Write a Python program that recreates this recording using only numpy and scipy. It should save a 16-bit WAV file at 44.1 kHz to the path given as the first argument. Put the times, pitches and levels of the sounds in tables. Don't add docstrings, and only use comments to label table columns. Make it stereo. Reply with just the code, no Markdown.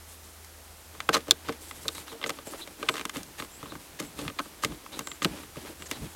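import sys
import numpy as np
from scipy import signal
from scipy.fft import rfft, irfft, next_fast_len
from scipy.io import wavfile
from scipy.ndimage import map_coordinates

SR = 44100
rng = np.random.default_rng(int(sys.argv[2]) if len(sys.argv) > 2 else 0)


def unload_wav(signal):
    wavfile.write(
        sys.argv[1],
        SR,
        np.round(np.clip(np.atleast_2d(signal).T, -1, 1) * 32767).astype(np.int16),
    )


N = 271215
TIME = np.arange(N) / SR

# (start [s], length [s], pressure [dB], skin hiss [dB])
STROKES = [(.07, .08, -66, -49.5), (0.226, 0.068, -66, -49), (1.091, .13, -48.5, -62),
           (1.269, 0.056, -44.5, -67), (1.44, 0.11, -48, -60), (1.60, 0.35, -53.5, -47.5),
           (1.938, 0.1, -47.5, -45.5), (2.056, 0.1, -48.5, -52), (2.239, 0.15, -50.5, -54),
           (2.451, 0.18, -48, -45.5), (2.653, .08, -54, -56), (2.782, .25, -47.5, -52),
           (3.127, .09, -44.5, -47), (3.25, .10, -57, -61), (3.37, 0.087, -49, -48.5),
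           (3.567, 0.2, -51.5, -59), (3.787, .09, -62, -52), (3.99, 0.077, -48, -51),
           (4.155, .15, -45.5, -48.5), (4.399, .09, -55.5, -50), (4.629, .14, -48, -53.5),
           (4.91, 0.12, -46.5, -48), (5.06, 0.11, -56, -64.5), (5.232, 0.22, -46.5, -49.5),
           (5.552, .18, -47.5, -49.5), (5.782, 0.069, -50.5, -50), (5.876, 0.23, -47, -49.5),
           (6.09, .06, -55, -55)]
GRIP_S, GRIP_DB = 0.93, -57.5
SEATED_S, LOOSE_DEPTH_DB, SEATED_DEPTH_DB = 3.02, -2.5, 2.0


def from_db(db):
    return 10 ** (np.asarray(db) / 20)


def rms_one(x):
    return x / np.sqrt(np.mean(x ** 2) + 1e-20)


def in_time(rows):
    s, *columns = np.transpose(rows)
    return [np.interp(TIME, s, column) for column in columns]


def at_hz(points, hz):
    f, value = np.transpose(points)
    return np.interp(np.log(hz), np.log(f), value)


def filtered(x, hz, kind, order=2):
    sos = signal.butter(order, np.clip(hz, 10, .45 * SR), kind, fs=SR, output="sos")
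    return signal.sosfilt(sos, x)


def drift(rate, size=N):
    knots = rng.standard_normal(4000)
    return rms_one(map_coordinates(knots, [np.arange(size) / SR * rate], order=3, mode="wrap"))


def add(out, s, sound):
    at = int(s * SR)
    out[:, at:at + sound.shape[-1]] += sound[..., :N - at]


def stereo(mid, side):
    return np.array([mid + side, mid - side])


def coloured(pair, colour):
    # (frequency [Hz], correlation [-1 to 1])
    likeness = [(60, 0.82), (250, 0.82), (500, 0.61), (1500, 0.34), (4000, 0.16), (8000, 0.071),
                (16000, -0.23)]
    size = next_fast_len(N)
    hz = np.maximum(np.arange(size // 2 + 1) * SR / size, 1)
    low, high = colour[0][0], colour[-1][0]
    skirts = np.minimum(hz / low, 1) ** 2 * np.minimum(high / hz, 1) ** 2
    mid, side = rfft(pair, size) * from_db(at_hz(colour, hz)) * skirts
    alike = np.clip(at_hz(likeness, hz), -.99, .99)
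    spectra = stereo(np.sqrt(1 + alike) * mid, np.sqrt(1 - alike) * side)
    return rms_one(irfft(spectra, size)[:, :N])


def friction(colour, slips_per_s, grain_db, lump_db, lump_rate):
    sizes = from_db(grain_db * np.minimum(rng.exponential(1, N), 4))
    clumps = from_db(lump_db * drift(lump_rate))
    slips = (rng.random(N) < slips_per_s / SR) * sizes * clumps
    return coloured(slips * rng.choice([-1, 1], (2, N)), colour)


def background():
    # (time [s], level [dB])
    hum_course = [(0, -53), (.75, -57.5), (1.2, -53.5), (1.95, -57.5), (2.1, -72), (4.9, -65), (5.3, -58),
                  (6.15, -57)]
    # (frequency [Hz], relative level [dB per Hz])
    hiss_colour = [(15, -55), (25, -36), (80, -5.5), (117, -18.5), (180, -15.5), (405, -14.5), (754, -14),
                   (1160, -15.5), (1790, -17), (2760, -19), (8000, -19), (12500, -19), (16000, -25.5)]
    hum_hz, drone_hz, drone_db, hiss_db = 78.8, 52, -64.5, -48.5
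    hum_db, = in_time(hum_course)
    hum_level = from_db(hum_db + 0.82 * drift(11))
    hum = hum_level * rms_one(np.sin(2 * np.pi * (hum_hz * TIME + 0.05 * drift(11))))
    drone_level = from_db(drone_db + drift(17))
    drone = drone_level * rms_one(np.sin(2 * np.pi * (drone_hz * TIME + 0.39 * drift(19))))
    hiss = from_db(hiss_db) * coloured(rng.standard_normal((2, N)), hiss_colour)
    return hum + drone + hiss


def chirps(width_hz=260):
    # (start [s], length [s], first pitch [Hz], last pitch [Hz], level [dB])
    calls = [(1.62, .12, 8130, 7700, -59), (1.935, 0.08, 4000, 3870, -50), (2.08, 0.051, 3900, 3750, -51.5),
             (2.444, 0.071, 7900, 7500, -51.5), (2.606, 0.043, 3890, 3700, -42.5),
             (2.86, 0.11, 8300, 7600, -50), (3.497, .11, 7300, 8000, -54), (3.685, 0.046, 3900, 3820, -52),
             (4.022, 0.1, 7460, 8000, -57), (4.919, 0.058, 3800, 3880, -47.5),
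             (5.022, 0.15, 7600, 7300, -48.5), (5.76, 0.15, 7800, 7500, -57),
             (5.913, 0.067, 3990, 3930, -51.5)]
    out = np.zeros((2, N))
    noise = rng.standard_normal((2, N)) + 1j * rng.standard_normal((2, N))
    blur = filtered(noise, width_hz, "low")
    blur /= np.std(blur)
    for s, length, start_hz, end_hz, db in calls:
        size, at = int(length * SR), int(s * SR)
        glide_hz = np.linspace(start_hz, end_hz, size)
        carrier = np.exp(2j * np.pi * np.cumsum(glide_hz) / SR)
        swell = np.sin(np.linspace(0, np.pi, size))
        mid, side = (blur[:, at:at + size] * carrier).real * swell
        add(out, s, from_db(db) * rms_one(stereo(mid, 0.69 * side)))
    return out


def finger_strokes():
    attack_s, release_s = 0.019, 0.047
    pressure, skin = from_db(GRIP_DB) * (TIME > GRIP_S), np.zeros(N)
    for start, length, pressure_db, skin_db in STROKES:
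        swell = np.clip((TIME - start) / attack_s, 0, 1)
        release = np.clip((start + length - TIME) / release_s + .5, 0, 1)
        pressure = np.maximum(pressure, from_db(pressure_db) * swell * release)
        skin = np.maximum(skin, from_db(skin_db) * swell * release)
    return pressure, skin


def handling(flex_db=-4.0, rumble_db=-1.5, rub_db=0.1):
    flex_colour = [(35, -14), (55, -2.5), (100, -5.5), (150, -0.5), (210, -5), (300, -8.5)]
    rumble_colour = [(150, -19), (230, -7), (300, 1), (450, -8.5), (650, -9), (900, -45)]
    rub_colour = [(500, -26), (800, 1.5), (1200, -2), (1900, -2.5), (3400, -3), (5500, -10.5), (8000, -16)]
    skin_colour = [(3500, -4), (6000, -3), (8000, 1.5), (12000, 0), (16000, -12.5)]
    pressure, skin = finger_strokes()
    depth = from_db(np.where(TIME < SEATED_S, LOOSE_DEPTH_DB, SEATED_DEPTH_DB))
    flex = friction(flex_colour, slips_per_s=1500, grain_db=2.5, lump_db=5.5, lump_rate=15)
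    rumble = friction(rumble_colour, slips_per_s=350, grain_db=2.5, lump_db=2.5, lump_rate=36)
    rub = friction(rub_colour, slips_per_s=2200, grain_db=2.5, lump_db=2.0, lump_rate=51)
    hiss = friction(skin_colour, slips_per_s=22000, grain_db=4.5, lump_db=2.5, lump_rate=40)
    pressed = depth * from_db(flex_db) * flex + from_db(rumble_db) * rumble + from_db(rub_db) * rub
    return pressure * pressed + skin * hiss


def scrapes():
    # (start [s], end [s], rasp [dB], steel hiss [dB])
    skids = [(1.123, 1.161, -24.5, -33), (1.15, 1.187, -32, -38), (1.476, 1.509, -37.5, -48),
             (2.259, 2.288, -43, -40), (2.288, 2.304, -35.5, -44), (2.925, 3.017, -42.5, -52),
             (3.376, 3.417, -40, -45), (3.987, 4.013, -35, -37.5), (4.170, 4.246, -47, -54),
             (4.62, 4.664, -34.5, -37), (5.216, 5.26, -38, -34.5), (5.853, 5.88, -46, -43),
             (5.898, 5.952, -42, -50)]
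    # (frequency [Hz], relative level [dB per Hz])
    rasp_colour = [(200, -25), (450, -2), (760, -7), (1130, -3), (1530, -11), (1800, 4), (2080, -4.5),
                   (3300, -4), (4350, -3.5), (5200, -7.5), (8000, -17), (10000, -16), (11300, -13),
                   (16000, -32)]
    # (frequency [Hz], relative level [dB per Hz])
    steel_colour = [(3300, -20), (4350, -10), (5000, -9), (6600, 3), (7700, -1), (9500, -10), (11300, -8.5),
                    (14000, -26)]
    rasp, hiss = np.zeros((2, 1, N))
    for start, end, rasp_db, hiss_db in skids:
        pressure = np.sin(np.linspace(0, np.pi, max(2, int((end - start) * SR))))
        add(rasp, start, from_db(rasp_db) * pressure)
        add(hiss, start, from_db(hiss_db) * pressure)
    grit = friction(rasp_colour, slips_per_s=5000, grain_db=2.5, lump_db=2.0, lump_rate=350)
    steel = friction(steel_colour, slips_per_s=11000, grain_db=1.5, lump_db=4.0, lump_rate=560)
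    return rasp * grit + hiss * steel


def snaps(crack_db=-8):
    # (time [s], level [dB], pitch ratio)
    hits = [(1.138, -22, 1.2), (1.1423, -14.5, 1.17), (1.1486, -14.5, 1.15), (1.1567, -24, 0.69),
            (1.3094, 1.5, 1.005), (1.3112, -11, 1.0), (1.3174, -15, 1.0), (1.8813, -13.5, 1.05),
            (1.8853, -30, 1), (1.888, -24.5, 1.06)]
    # (frequency [Hz], level [dB])
    socket_modes = [(1520, -21.5), (2400, -19), (3400, -4.5), (3600, -1), (4220, -6.5), (4900, -11),
                    (5360, -10.5), (6030, -14), (7200, -10.5), (11600, -32), (13000, -27)]
    ring_s = .013
    phase_spread, level_spread_db = .25, 2.0
    out, t = np.zeros((2, N)), TIME[:SR // 20]
    for s, db, ratio in hits:
        crack = filtered(rng.standard_normal((2, len(t))), [1200, 9000], "band", order=1)
        add(out, s, from_db(db + crack_db - 60 * t / ring_s) * stereo(crack[0], .5 * crack[1]))
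        for k, (hz, mode_db) in enumerate(socket_modes):
            pan, turn = rng.standard_normal(2)
            t60 = ring_s * min(1, np.sqrt(3600 / hz))
            phase = 2 * np.pi * hz * ratio * t + stereo(0, phase_spread * turn)[:, None]
            balance_db = stereo(0, level_spread_db * pan / 2)[:, None]
            level_db = db + mode_db - 60 * t / t60 + balance_db
            add(out, s, (-1) ** k * from_db(level_db) * np.sin(phase))
    return out


def click_run(count=5):
    # (strength [dB], hardness [dB], woodiness [dB], duct's answer [dB against the strength])
    run_touch = (-46, 1.5, -2.5, -18)
    start_s, first_gap_s, slowing = 2.955, 0.012, 1.11
    gaps = first_gap_s * slowing ** np.arange(count - 1)
    return [(s, *run_touch) for s in start_s + np.append(0, np.cumsum(gaps))]


def stray_touches(count=24):
    # (strength [dB], hardness [dB], woodiness [dB], duct's answer [dB against the strength])
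    stray_touch = (-59, 0, 4.5, 0)
    spread_db = 2.5
    firm = np.array([stroke[:2] for stroke in STROKES if stroke[2] > GRIP_DB])
    which, when = rng.random((count, 2)).T
    start, length = firm[(which * len(firm)).astype(int)].T
    s = np.minimum(start + when * length, TIME[-1])
    levels = stray_touch + spread_db * rng.standard_normal((count, len(stray_touch)))
    return np.column_stack([s, levels])


def touch_levels():
    # (time [s], strength [dB], hardness [dB], woodiness [dB],
    # duct's answer [dB against the strength])
    tool_touches = [(.4465, -66, 17, -6, -8), (.9503, -61, 2, 8, -2), (1.0032, -41.5, -1.5, -2, -21),
                    (1.0895, -37.5, -11, -8, -14), (1.0911, -30.5, -2, 10, -3.5), (1.143, -35, -9, 6, -3.5),
                    (1.1488, -35, -12, 5, -17), (1.1574, -38, -4, 11, -3), (1.1668, -37.5, -3, 7, -0.5),
                    (1.2821, -52.5, 5, 7, 8.5), (1.311, -42.5, -3, 3, 2), (1.486, -46, -4, 10, 1),
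                    (1.4924, -40.5, -9, 3.5, 1), (1.524, -54.5, 7, -3, -8), (1.711, -48, -1, -0.5, -20),
                    (1.8558, -55.5, -2, 7, 6.5), (1.886, -43.5, -6, -1, -7.5),
                    (1.9495, -58.5, 17.5, -1, -13), (1.9806, -50.5, 2, 0, -7), (2.0799, -53.5, 0, 3, -15),
                    (2.127, -55, 0, 3, 4), (2.15, -69, 0, 0, 15), (2.2148, -49.5, -9, -2, -6),
                    (2.2276, -47, -10, -3, -10), (2.2397, -39.5, -13, -8.5, -17), (2.242, -46, -5, -3, -1),
                    (2.2618, -45, 3, 3, 1), (2.294, -41, 7, 0, -4), (2.303, -42, 3, 0, -4.5),
                    (2.3868, -51, -11, 4, -2), (2.471, -61, 10, -5, 13), (2.5359, -52.5, -5, 11, 4),
                    (2.674, -55, 7, -6, -1), (2.8283, -41, -6, 3.5, -2), (2.886, -39.5, -3, -4, -9),
                    (2.8885, -29.5, -7, -5, -20), (2.8943, -36.5, -1, 4, -3), (2.94, -47, 5, 6, -1.5),
                    (3.0528, -40.5, 6, 0, -6), (3.095, -44.5, 6.5, -1.5, -22), (3.1591, -46.5, -2, -1, 1),
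                    (3.168, -49.5, 10.5, -3, 2.5), (3.2315, -64.5, 23, -5, -4), (3.399, -44.5, -2, 2, -5),
                    (3.4227, -46.5, -2, 3, -1.5), (3.6287, -55, -8, 8, 5.5), (3.6573, -54, -7, 9, -4),
                    (3.7206, -53, -1, 10, 5), (3.7529, -55, -8, 16, 1), (4.0001, -45, 9, -3, 1),
                    (4.0253, -58, 8, -3, 10.5), (4.1893, -49, 5, -2, 4), (4.215, -57.5, 10, -6, 13.5),
                    (4.2514, -54, -2, 5, 0), (4.2791, -42.5, -5, -4, -4.5), (4.2995, -51.5, -6, 5, 2),
                    (4.3878, -47, -5, -13, -17), (4.3922, -38.5, -2, 7, -9.5), (4.4011, -44, -6, 13, -1.5),
                    (4.636, -38, 3, 10, -7), (4.647, -36, 7.5, -7.5, -2.5), (4.8628, -53, -11, 6.5, -23),
                    (4.9915, -43, 10.5, 1, -6), (5.0077, -54, -5, 8, 4), (5.0715, -46, 8, 2, -8.5),
                    (5.1158, -47.5, 1, -6, -10), (5.2202, -39, -8, 0, -5), (5.2268, -49, 10, 4, 0),
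                    (5.2462, -32.5, 3.5, -7, -4), (5.252, -39.5, -6, 0, 4.5), (5.335, -62.5, 0, -3, 14),
                    (5.5688, -60, 0, -10, 14.5), (5.822, -53, 4, -10, -6), (5.9126, -42.5, 10.5, -8, -1.5)]
    tick_db, glint_db = -9.5, -14.5
    touches = np.vstack([tool_touches, click_run(), stray_touches()])
    s, strength, hardness, woodiness, duct = touches.T
    depth = np.where(s < SEATED_S, LOOSE_DEPTH_DB, SEATED_DEPTH_DB)
    boom, thud = strength + duct + depth, strength + duct - depth
    knock, clack = strength + woodiness / 2, strength - woodiness / 2
    tick, glint = strength + hardness + tick_db, strength + hardness + glint_db
    return np.column_stack([s, boom, thud, knock, clack, tick, glint])


def contacts(rise_s=0.00026, swell_s=0.0044):
    # (low edge [Hz], high edge [Hz])
    registers = [(90, 330), (330, 750), (750, 1700), (1700, 4300), (4300, 8600), (8600, 16000)]
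    # (frequency [Hz], level [dB], longest time to fade by 60 dB [s])
    duct_modes = [(131, -7, 0.075), (182.4, -7.5, 0.082), (239.3, -9.5, 0.14), (293.2, 2, 0.097),
                  (354, -3, 0.048), (453.5, -3.5, 0.082), (559, 2, 0.036), (935, -5, 0.02),
                  (1116, 4, 0.025), (1242, 4.5, 0.024), (1550, -5.5, 0.049), (2065, 4, 0.018),
                  (2410, 0.5, 0.014), (2763, -0.5, 0.031), (3063, 1, 0.017), (3505, 4, 0.011),
                  (3920, -33, 0.011), (4318, -2.5, 0.0099), (5460, 1, 0.011), (6210, 2, 0.0148),
                  (6680, 2.5, 0.027), (7600, 0.5, 0.023), (8240, 8, 0.0074), (9000, -4.5, 0.0031),
                  (11400, -14, .007)]
    # (level [dB against the modes], time to fade by 60 dB [s],
    # opposed part of left and right [dB], left against right [dB])
    cracks = [(-7.5, 0.057, -20, -1), (-6.5, 0.06, -20.5, 0), (-9, 0.012, -17.5, -1.1),
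              (1.5, 0.02, -10, -2), (-0.5, 0.017, -2, -1.5), (7.5, 0.014, 1.5, -1)]
    crack_top_hz = 7300
    blow_s = .04
    out, t = np.zeros((2, N)), TIME[:SR // 8]
    hz, mode_db, t60 = np.transpose(duct_modes)
    t60 = np.minimum(t60, 90 / hz)
    fades = from_db(mode_db[:, None] - 60 * t / t60[:, None])
    rings = fades * np.sin(2 * np.pi * hz[:, None] * t)
    rows = touch_levels()
    for k, ((low, high), crack_row) in enumerate(zip(registers, cracks)):
        crack_db, crack_t60, side_db, pan_db = crack_row
        own = rings[(hz >= low) & (hz < high)]
        attack = 1 - np.exp(-t / (swell_s if k < 2 else rise_s))
        shape = (len(rows), 2, len(own))
        strengths = from_db(rng.normal(0, 2.5, shape)) * rng.choice([-1, 1], shape)
        ringing = rms_one(strengths @ own * attack)
        noise = rng.standard_normal((len(rows), 2, len(t)))
        crack = filtered(noise, crack_top_hz, "low", order=1) * from_db(-60 * t / crack_t60)
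        crack = rms_one(filtered(crack * attack, [low, high], "band", order=3))
        blows = ringing + from_db(crack_db) * crack
        blows /= np.sqrt(np.sum(blows ** 2, axis=-1, keepdims=True) / (blow_s * SR))
        balance_db = stereo(0, pan_db / 2)[:, None]
        for row, (mid, side) in zip(rows, blows):
            add(out, row[0], from_db(row[k + 1] + balance_db) * stereo(mid, from_db(side_db) * side))
    return out


def engine_bay(x, first_s=0.0032):
    bonnet_echo_s, bonnet_db = .0048, -16.5
    bay_t60_s, bay_top_hz, bay_db = 0.086, 1540, -15
    t = TIME[:SR // 4]
    noise = filtered(rng.standard_normal((2, len(t))), bay_top_hz, "low")
    tail = noise * from_db(-60 * t / bay_t60_s) * (t > first_s)
    tail = rms_one(stereo(tail[0], 0.17 * tail[1]))
    tail /= np.sqrt(len(t) * SR / (2 * bay_top_hz))
    dull = filtered(x, 2 * bay_top_hz, "low")
    bounce = np.array([np.interp(TIME - bonnet_echo_s, TIME, channel) for channel in dull])
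    scattered = signal.fftconvolve(x, tail, axes=1)[:, :N]
    return x + from_db(bonnet_db) * bounce + from_db(bay_db) * scattered


def scene():
    tool = engine_bay(contacts() + snaps() + scrapes())
    return tool + handling() + chirps() + background()


def record(dry):
    cutoff_hz = 16200
    clipped = np.clip(dry, -.85, .85)
    return signal.sosfilt(signal.ellip(10, .1, 80, cutoff_hz, fs=SR, output="sos"), clipped)


dry = scene()
out = record(dry)
unload_wav(out)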